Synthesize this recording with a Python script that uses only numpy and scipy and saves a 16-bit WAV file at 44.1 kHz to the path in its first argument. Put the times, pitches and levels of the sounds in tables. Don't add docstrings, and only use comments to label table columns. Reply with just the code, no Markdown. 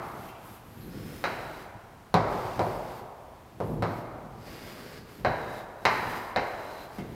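import sys
import numpy as np
from scipy import signal
from scipy.fft import rfft, irfft, next_fast_len
from scipy.io import wavfile
from scipy.ndimage import uniform_filter1d, map_coordinates

SR = 44100
rng = np.random.default_rng(int(sys.argv[2]) if len(sys.argv) > 2 else 0)


def level_to_linear(level):
    exponent = np.asarray(level, float) / 20
    return 10 ** exponent


def int16_out(signal):
    q = np.round(np.clip(np.atleast_2d(signal).T, -1, 1) * 32767)
    wavfile.write(sys.argv[1], SR, q.astype(np.int16))


N = 315300


def along(points, hz):
    f, v = np.transpose(points)
    return np.interp(np.log(hz + 1), np.log(f + 1), v)


def unit(x):
    return x / np.sqrt(np.mean(x ** 2) + 1e-20)


def filtered(x, response):
    size = next_fast_len(len(x) + 8192)
    hz = np.fft.rfftfreq(size, 1 / SR)
    return irfft(rfft(x, size) * response(hz), size)[:len(x)]


def coloured(x, spectrum):
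    return unit(filtered(x, lambda hz: level_to_linear(along(spectrum, hz))))


def causal(gain):
    cepstrum = irfft(np.log(gain + 1e-6))
    cepstrum[1:len(gain) - 1] *= 2
    cepstrum[len(gain):] = 0
    return np.exp(rfft(cepstrum))


def modes(table, hz):
    return sum((-1) ** k * level_to_linear(db) * 1j * hz * width / (centre * centre - hz * hz + 1j * hz * width)
               for k, (centre, width, db) in enumerate(table))


def humps(table, hz):
    return np.sqrt(sum(np.abs(modes([mode], hz)) ** 2 for mode in table))


def power_sum(levels_db):
    return 10 * np.log10(sum(level_to_linear(db) ** 2 for db in levels_db))


def wobble(rate_hz):
    knots = rng.standard_normal(int(N * rate_hz / SR) + 4)
    return map_coordinates(knots, [np.arange(N) * rate_hz / SR])


# frequency in Hz, gain in dB.
BOARD_DB = [(60, -6), (150, -13), (400, 2.5), (800, -0.5), (1300, 2), (2200, 5), (3000, 8.5), (6000, 13.5),
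            (15000, -21.5)]
# frequency in Hz, width in Hz, level in dB.
PANEL_MODES = [(109.1, 16.2, 1), (172.06, 22.3, 1), (365, 22.4, -6.5)]
# frequency in Hz, width in Hz, level in dB.
STICK_MODES = [(4200, 1300, 4), (5000, 200, -18.5)]
# frequency in Hz, width in Hz, level in dB.
KNOCK_MODES = [(369.9, 9.6, 2), (553, 9, -10), (787, 105, -11.5), (970, 9.9, 7), (1207, 22, -10.5),
               (1522, 13.7, 4.5), (1830, 20.5, -2), (2095, 57.5, 4)]


def blow(db, cutoff_hz, thud_db, ring_db, low_hz, high_hz, high_db, edge_db, thin_db):
    push = np.zeros(SR // 4)
    push[0] = -level_to_linear(db)
    favoured = [(low_hz, 380, .5), (high_hz, 420, high_db / 2), (2150, 600, edge_db / 2)]
    notch_depth = np.clip(cutoff_hz / 1400 - .7, 0, .75)

    def response(hz):
        notch = 1 - notch_depth / (1 + ((hz - 3450) / 260) ** 2)
        spot = 0.44 + humps(favoured, hz) ** 2 + level_to_linear(-12.5) * humps(KNOCK_MODES, hz) ** 2
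        contact = 1 / (1 + (hz / cutoff_hz) ** 2) ** 2.207
        knock = level_to_linear(27 + along(BOARD_DB, hz)) * spot * notch * contact
        thud = level_to_linear(thud_db + 42.0) * humps(PANEL_MODES, hz)
        stick = humps([*STICK_MODES, (3980, 170, thin_db)], hz)
        ring = level_to_linear(ring_db + 25.5) * stick * notch / (1 + (hz / 7000) ** 2)
        return causal(np.sqrt(knock ** 2 + thud ** 2 + ring ** 2))

    return filtered(push, response)


def crush(db, ring_db):
    age_s = np.arange(SR // 4) / SR
    crumbs = level_to_linear(-60 * age_s / 0.0042) + level_to_linear(-8 - 60 * age_s / 0.06)
    noise = level_to_linear(db + ring_db) * crumbs * rng.standard_normal(len(age_s))
    return filtered(noise, lambda hz: causal(humps([(7500, 5800, -5), (3950, 300, 22)], hz)))


# time in seconds, peak in dB, contact cut-off in Hz, panel thud in dB, stick ring in dB.
LANDINGS = [
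    (-.2, -14.5, 1650, -7, -19.5),
    (1.2404, -18, 2600, -18, -18.5),
    (2.1419, -6, 1286, -11.5, -26),
    (2.5935, -11.5, 1233, -11.5, -30),
    (3.6030, -17, 1050, -10.5, -50),
    (3.8240, -15.5, 1500, -8, -25),
    (5.2487, -12.5, 1987, -23.5, -31),
    (5.8532, -10, 2520, -19, -17.5),
    (6.3615, -14, 2150, -29, -23.5),
]
# low mode in Hz, high mode in Hz, high mode in dB, edge mode in dB, thin stick ring in dB.
LANDING_SPOTS = [(800, 1275, 1.5, -5, -3), (750, 1450, -5, -10, 13), (759, 1160, -1, -3, -2),
                 (700, 1057, -3.5, -6, -6), (556, 950, -2, -20, -14), (700, 1251, -2, -6, 5),
                 (700, 1655, -4, -27.5, 21.5), (909.5, 1837, -7, -9, 6), (700, 1680, -10, -11.5, 16)]


def landings():
    lead = SR // 2
    out = np.zeros(lead + N + 3 * SR)
    for (s, db, cutoff_hz, thud_db, ring_db), spot in zip(LANDINGS, LANDING_SPOTS):
        hit = blow(db, cutoff_hz, thud_db, ring_db, *spot)
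        heard = signal.fftconvolve(hit, room(2.79))
        heard[:len(hit)] += crush(db, ring_db)
        out[lead + round(s * SR):][:len(heard)] += heard
    return out[lead:][:N]


# full speed from in seconds, length in seconds, dust hiss in dB, grit in dB,
# gain over the stroke in dB.
STROKES = [(.05, .25, -62, -58, 2), (.45, .11, -58, -59, -.6), (.67, .23, -67.5, -66, 6),
           (.93, .31, -59, -55, -0.03), (1.266, .36, -58, -51.5, -4), (2.32, .26, -58.5, -49.5, -0.94),
           (2.601, .38, -57.5, -52, -4), (3.65, .09, -64.5, -66, 3), (3.89, .09, -64, -59, 2.5),
           (4.48, .5, -59.5, -51, -1.5), (5.1, .1, -64.5, -59, -.6), (5.27, .32, -65, -58, 6),
           (5.92, .26, -55.5, -49, 1.1), (6.22, .1, -59, -52, -6), (6.42, .42, -63, -55, 1),
           (6.958, .03, -61, -55, 0.5), (7.053, .1, -66, -62, 0.9)]
START_DB_PER_S, STOP_DB_PER_S = 150, 230


def stroke_levels():
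    t = np.arange(N) / SR
    hiss, grit = [], []
    for s, length_s, hiss_db, grit_db, gain_db in STROKES:
        run = gain_db * np.clip((t - s) / length_s, 0, 1)
        start = START_DB_PER_S * np.maximum(s - t, 0)
        stop = STOP_DB_PER_S * np.maximum(t - s - length_s, 0)
        speed_db = run - start - stop
        hiss.append(hiss_db + speed_db)
        grit.append(grit_db + speed_db)
    return np.max(hiss, axis=0), np.max(grit, axis=0)


# strongest at in seconds, rumble in dB,
# rise over 20 dB in seconds, fall over 20 dB in seconds.
DRAGS = [(.18, -45.5, 0.82, 0.13), (.45, -51, .2, 0.07), (.97, -36.5, .38, 0.46), (1.28, -47, 0.051, 0.91),
         (2.2, -35, 0.042, 0.43), (2.73, -39.5, 0.37, 0.4061), (3.64, -38, .03, 0.72), (3.76, -34, .2, .2),
         (3.96, -41, 0.53, 0.18), (4.36, -48, 0.88, 0.41), (4.64, -52, 0.49, 0.28), (4.98, -53.5, 0.275, 1),
         (5.27, -37, .15, 0.3653), (5.88, -40.5, 0.038, .3), (6.12, -44, .5, .3),
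         (6.37, -37.5, 0.0425, 0.13), (6.78, -53.5, 0.194, 1), (7.04, -43, .08, 1.48)]
REST_RUMBLE_DB = -58


def drag_levels():
    t = np.arange(N) / SR
    drags = [db - 20 * np.maximum((s - t) / rise_s, (t - s) / fall_s) for s, db, rise_s, fall_s in DRAGS]
    return power_sum([REST_RUMBLE_DB] + drags)


def grains(per_second, spread_db):
    hit = rng.random(N) < per_second / SR
    size_db = spread_db * np.minimum(rng.exponential(size=N), 3)
    return hit * rng.standard_normal(N) * level_to_linear(size_db)


def band(centre_hz, width_hz):
    knots = np.cumsum(2 * width_hz * np.ones(N)) / SR
    row = np.zeros(N)
    slow = map_coordinates(rng.standard_normal((2, 20000)), [[row, row + 1], [knots, knots]], order=1)
    phase = 2 * np.pi * np.cumsum(centre_hz * (1 + 0.0063 * wobble(40))) / SR
    patches = level_to_linear(1.13 * wobble(6.5))
    return unit(patches * (slow[0] * np.sin(phase) + slow[1] * np.cos(phase)))


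def held(rows):
    s, *values = np.transpose(rows)
    row = np.clip(np.searchsorted(s, np.arange(N) / SR) - 1, 0, None)
    return [uniform_filter1d(v[row], size=SR // 16) for v in values]


# from in seconds, frequency in Hz, width in Hz, level in dB.
UPPER_GRIPS = [(0, 11700, 900, -7), (.38, 11700, 1100, -2.5), (.61, 11900, 1000, .3),
               (.93, 13800, 900, -13), (2, 12900, 330, -8), (3.3, 11400, 550, -4.5), (3.8, 12200, 750, -3),
               (4.2, 12900, 260, -8.5), (5.25, 12300, 700, -10), (5.8, 12000, 601, -9),
               (6.34, 11900, 600, -7)]
# from in seconds, frequency in Hz, width in Hz, level in dB,
# level of the mode above in dB.
LOWER_GRIPS = [(0, 2600, 300, -12, -30), (.88, 5204, 250, -6, -30), (1.25, 3947, 130, -6, -18),
               (2, 4785, 600, -8, -30), (3.3, 4000, 400, -14, -25), (4.2, 4800, 550, -6, -30),
               (5.25, 3880, 200, -3, -14), (5.8, 3950, 220, -7, -9), (6.34, 4050, 220, -3, -13),
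               (6.92, 4900, 500, -10, -30)]
# frequency in Hz, density in dB per Hz.
DUST_DB = [(3530, -21), (6000, -6.5), (9030, -2.5), (10400, -1.5), (12600, 0.5), (14700, 0), (15800, -6.5)]
# frequency in Hz, density in dB per Hz.
GRIT_DB = [(290, 1.5), (500, 0), (913, -9.5), (1310, -6.5), (1470, -7), (2170, -9.5), (2520, -12.5),
           (4830, -16.5), (10000, -30.5), (13000, -60.5), (22000, -120)]
# frequency in Hz, density in dB per Hz.
RUMBLE_DB = [(24, -58.5), (40, -2), (97, -7), (218, -4.5), (330, -12.5), (386, -18.5), (514, -15.5),
             (900, -114), (1170, -78.5), (1980, -120)]
REST_HISS_DB, REST_GRIT_DB = -72, -64
ABOVE_RATIO = 1.25


def strokes():
    hiss_db, grit_db = stroke_levels()
    upper_hz, upper_width_hz, upper_db = held(UPPER_GRIPS)
    lower_hz, lower_width_hz, lower_db, above_db = held(LOWER_GRIPS)
    tremor = wobble(29) + 1.5 * wobble(7)
    hiss_db = hiss_db - 1.0 + .6 * tremor
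    grit_db = grit_db + 5.5 + .3 * tremor

    dust = level_to_linear(power_sum([REST_HISS_DB, hiss_db])) * coloured(grains(20000, 1.2), DUST_DB)
    dust += level_to_linear(hiss_db + upper_db + 1.5 * wobble(12)) * band(upper_hz, upper_width_hz)

    grit = level_to_linear(power_sum([REST_GRIT_DB, grit_db])) * coloured(grains(9000, 1.54), GRIT_DB)
    grit += level_to_linear(grit_db + lower_db - 10.0) * band(lower_hz, lower_width_hz)
    grit += level_to_linear(grit_db + above_db - 9.5) * band(ABOVE_RATIO * lower_hz, width_hz=220)

    slips = coloured(grains(1200, 2.08), RUMBLE_DB)
    slips = unit(slips + level_to_linear(4.5) * filtered(slips, lambda hz: modes(PANEL_MODES, hz)))
    return dust + grit + level_to_linear(drag_levels() + 2.1 * wobble(30)) * slips


# time in seconds, peak in dB, stick mode in Hz.
SQUEAKS = [
    (.28, -46, 2600),
    (.343, -48, 2600),
    (.555, -49, 2600),
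    (.809, -52, 4000),
    (.909, -55, 4000),
    (4.988, -50, 4500),
    (6.984, -42, 2200),
]


def squeaks():
    out = np.zeros(N)
    burst = np.pad(np.hanning(SR // 70), (0, SR // 20))
    for s, db, pitch_hz in SQUEAKS:
        slips = level_to_linear(db) * burst * rng.standard_normal(len(burst))
        out[round(s * SR):][:len(burst)] += filtered(slips, lambda hz: modes([(pitch_hz, 300, 7)], hz))
    return out


# time in seconds, peak in dB, knock in dB.
CATCHES = [
    (0.2826, -43, -3.5),
    (0.8096, -32.5, -16),
    (4.9885, -40.5, -1.5),
    (5.1987, -63, 27),
    (6.985, -48, 22.5),
]


def catches():
    click, knock = np.zeros(N), np.zeros(N)
    for s, db, knock_db in CATCHES:
        click[round(s * SR)] = level_to_linear(db - 1.5)
        knock[round(s * SR)] = -level_to_linear(db + knock_db + 32.0)
    clicks = filtered(click, lambda hz: modes(STICK_MODES, hz))
    return clicks + filtered(knock, lambda hz: modes([(322, 152.7, 3.53), (124, 111.5, 0.97)], hz))


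def tail(decay):
    hz, t, z = signal.stft(rng.standard_normal(2 * SR), SR, nperseg=256)
    t60_s = np.maximum(along(decay, hz), .01)[:, None]
    x = signal.istft(z * level_to_linear(-60 * t / t60_s), SR, nperseg=256)[1]
    return x / np.linalg.norm(x)


# delay in seconds, level in dB.
WALL_ECHOES = [(.0039, -1.5), (.0053, -4), (.0095, -8), (.0143, -5), (.0155, -6), (.0238, -4), (.035, -9)]
# frequency in Hz, t60 in seconds.
NEAR_T60 = [(100, 0.256), (1000, 0.284), (4000, 0.227), (12000, 0.0102)]
# frequency in Hz, t60 in seconds.
HALL_T60 = [(100, 0.338), (300, 1.444), (800, 2.42), (2000, 1.531), (4500, 0.876), (12000, 0.394)]


def room(late_db):
    answer = level_to_linear(1.5) * tail(NEAR_T60) + level_to_linear(late_db) * tail(HALL_T60)
    answer *= 1 - np.exp(-np.arange(len(answer)) / (SR * .004))
    echoes = np.zeros(len(answer))
    for delay_s, db in WALL_ECHOES:
        echoes[round((delay_s + rng.normal(0, .0001)) * SR)] = level_to_linear(db + rng.normal(0, 1.0))
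    answer += filtered(echoes, lambda hz: 1 / (1 + 1j * hz / 5000) ** 2)
    answer[0] += 1
    return answer


# frequency in Hz, density in dB per Hz.
AIR_SPECTRUM = [(15, -41), (25, 9.5), (113, 4), (165, -19.5), (371, -11), (414, -2.5), (513, -24),
                (769, -4.5), (3130, -19.5), (13400, -32.5), (15800, -33.5)]
AIR_DB = -55


def air():
    floor = coloured(rng.standard_normal(N), AIR_SPECTRUM)
    drift = coloured(rng.standard_normal(N), [(20, -32), (40, 4.5), (60, 6), (100, -9.5), (200, -41)])
    return level_to_linear(AIR_DB) * (floor + level_to_linear(-14.5 + 3.1 * wobble(2.23)) * drift)


def scene():
    slide = strokes()
    slide = slide + level_to_linear(-9) * signal.fftconvolve(slide, tail(HALL_T60))[:N]
    small = signal.fftconvolve(catches() + squeaks(), room(2.5))[:N]
    return (landings() + slide + small + air())[None]


def top_cut(x):
    return signal.sosfilt(signal.butter(12, 16450, fs=SR, output="sos"), x)


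def record(dry):
    low_cut_hz, top_hz = 38, 15830
    mic = lambda hz: (hz < top_hz) * (1j * hz / low_cut_hz) ** 2 / (1 + 1j * hz / low_cut_hz) ** 2
    return top_cut(filtered(dry[0], mic)[None])


dry = scene()
out = record(dry)
int16_out(out)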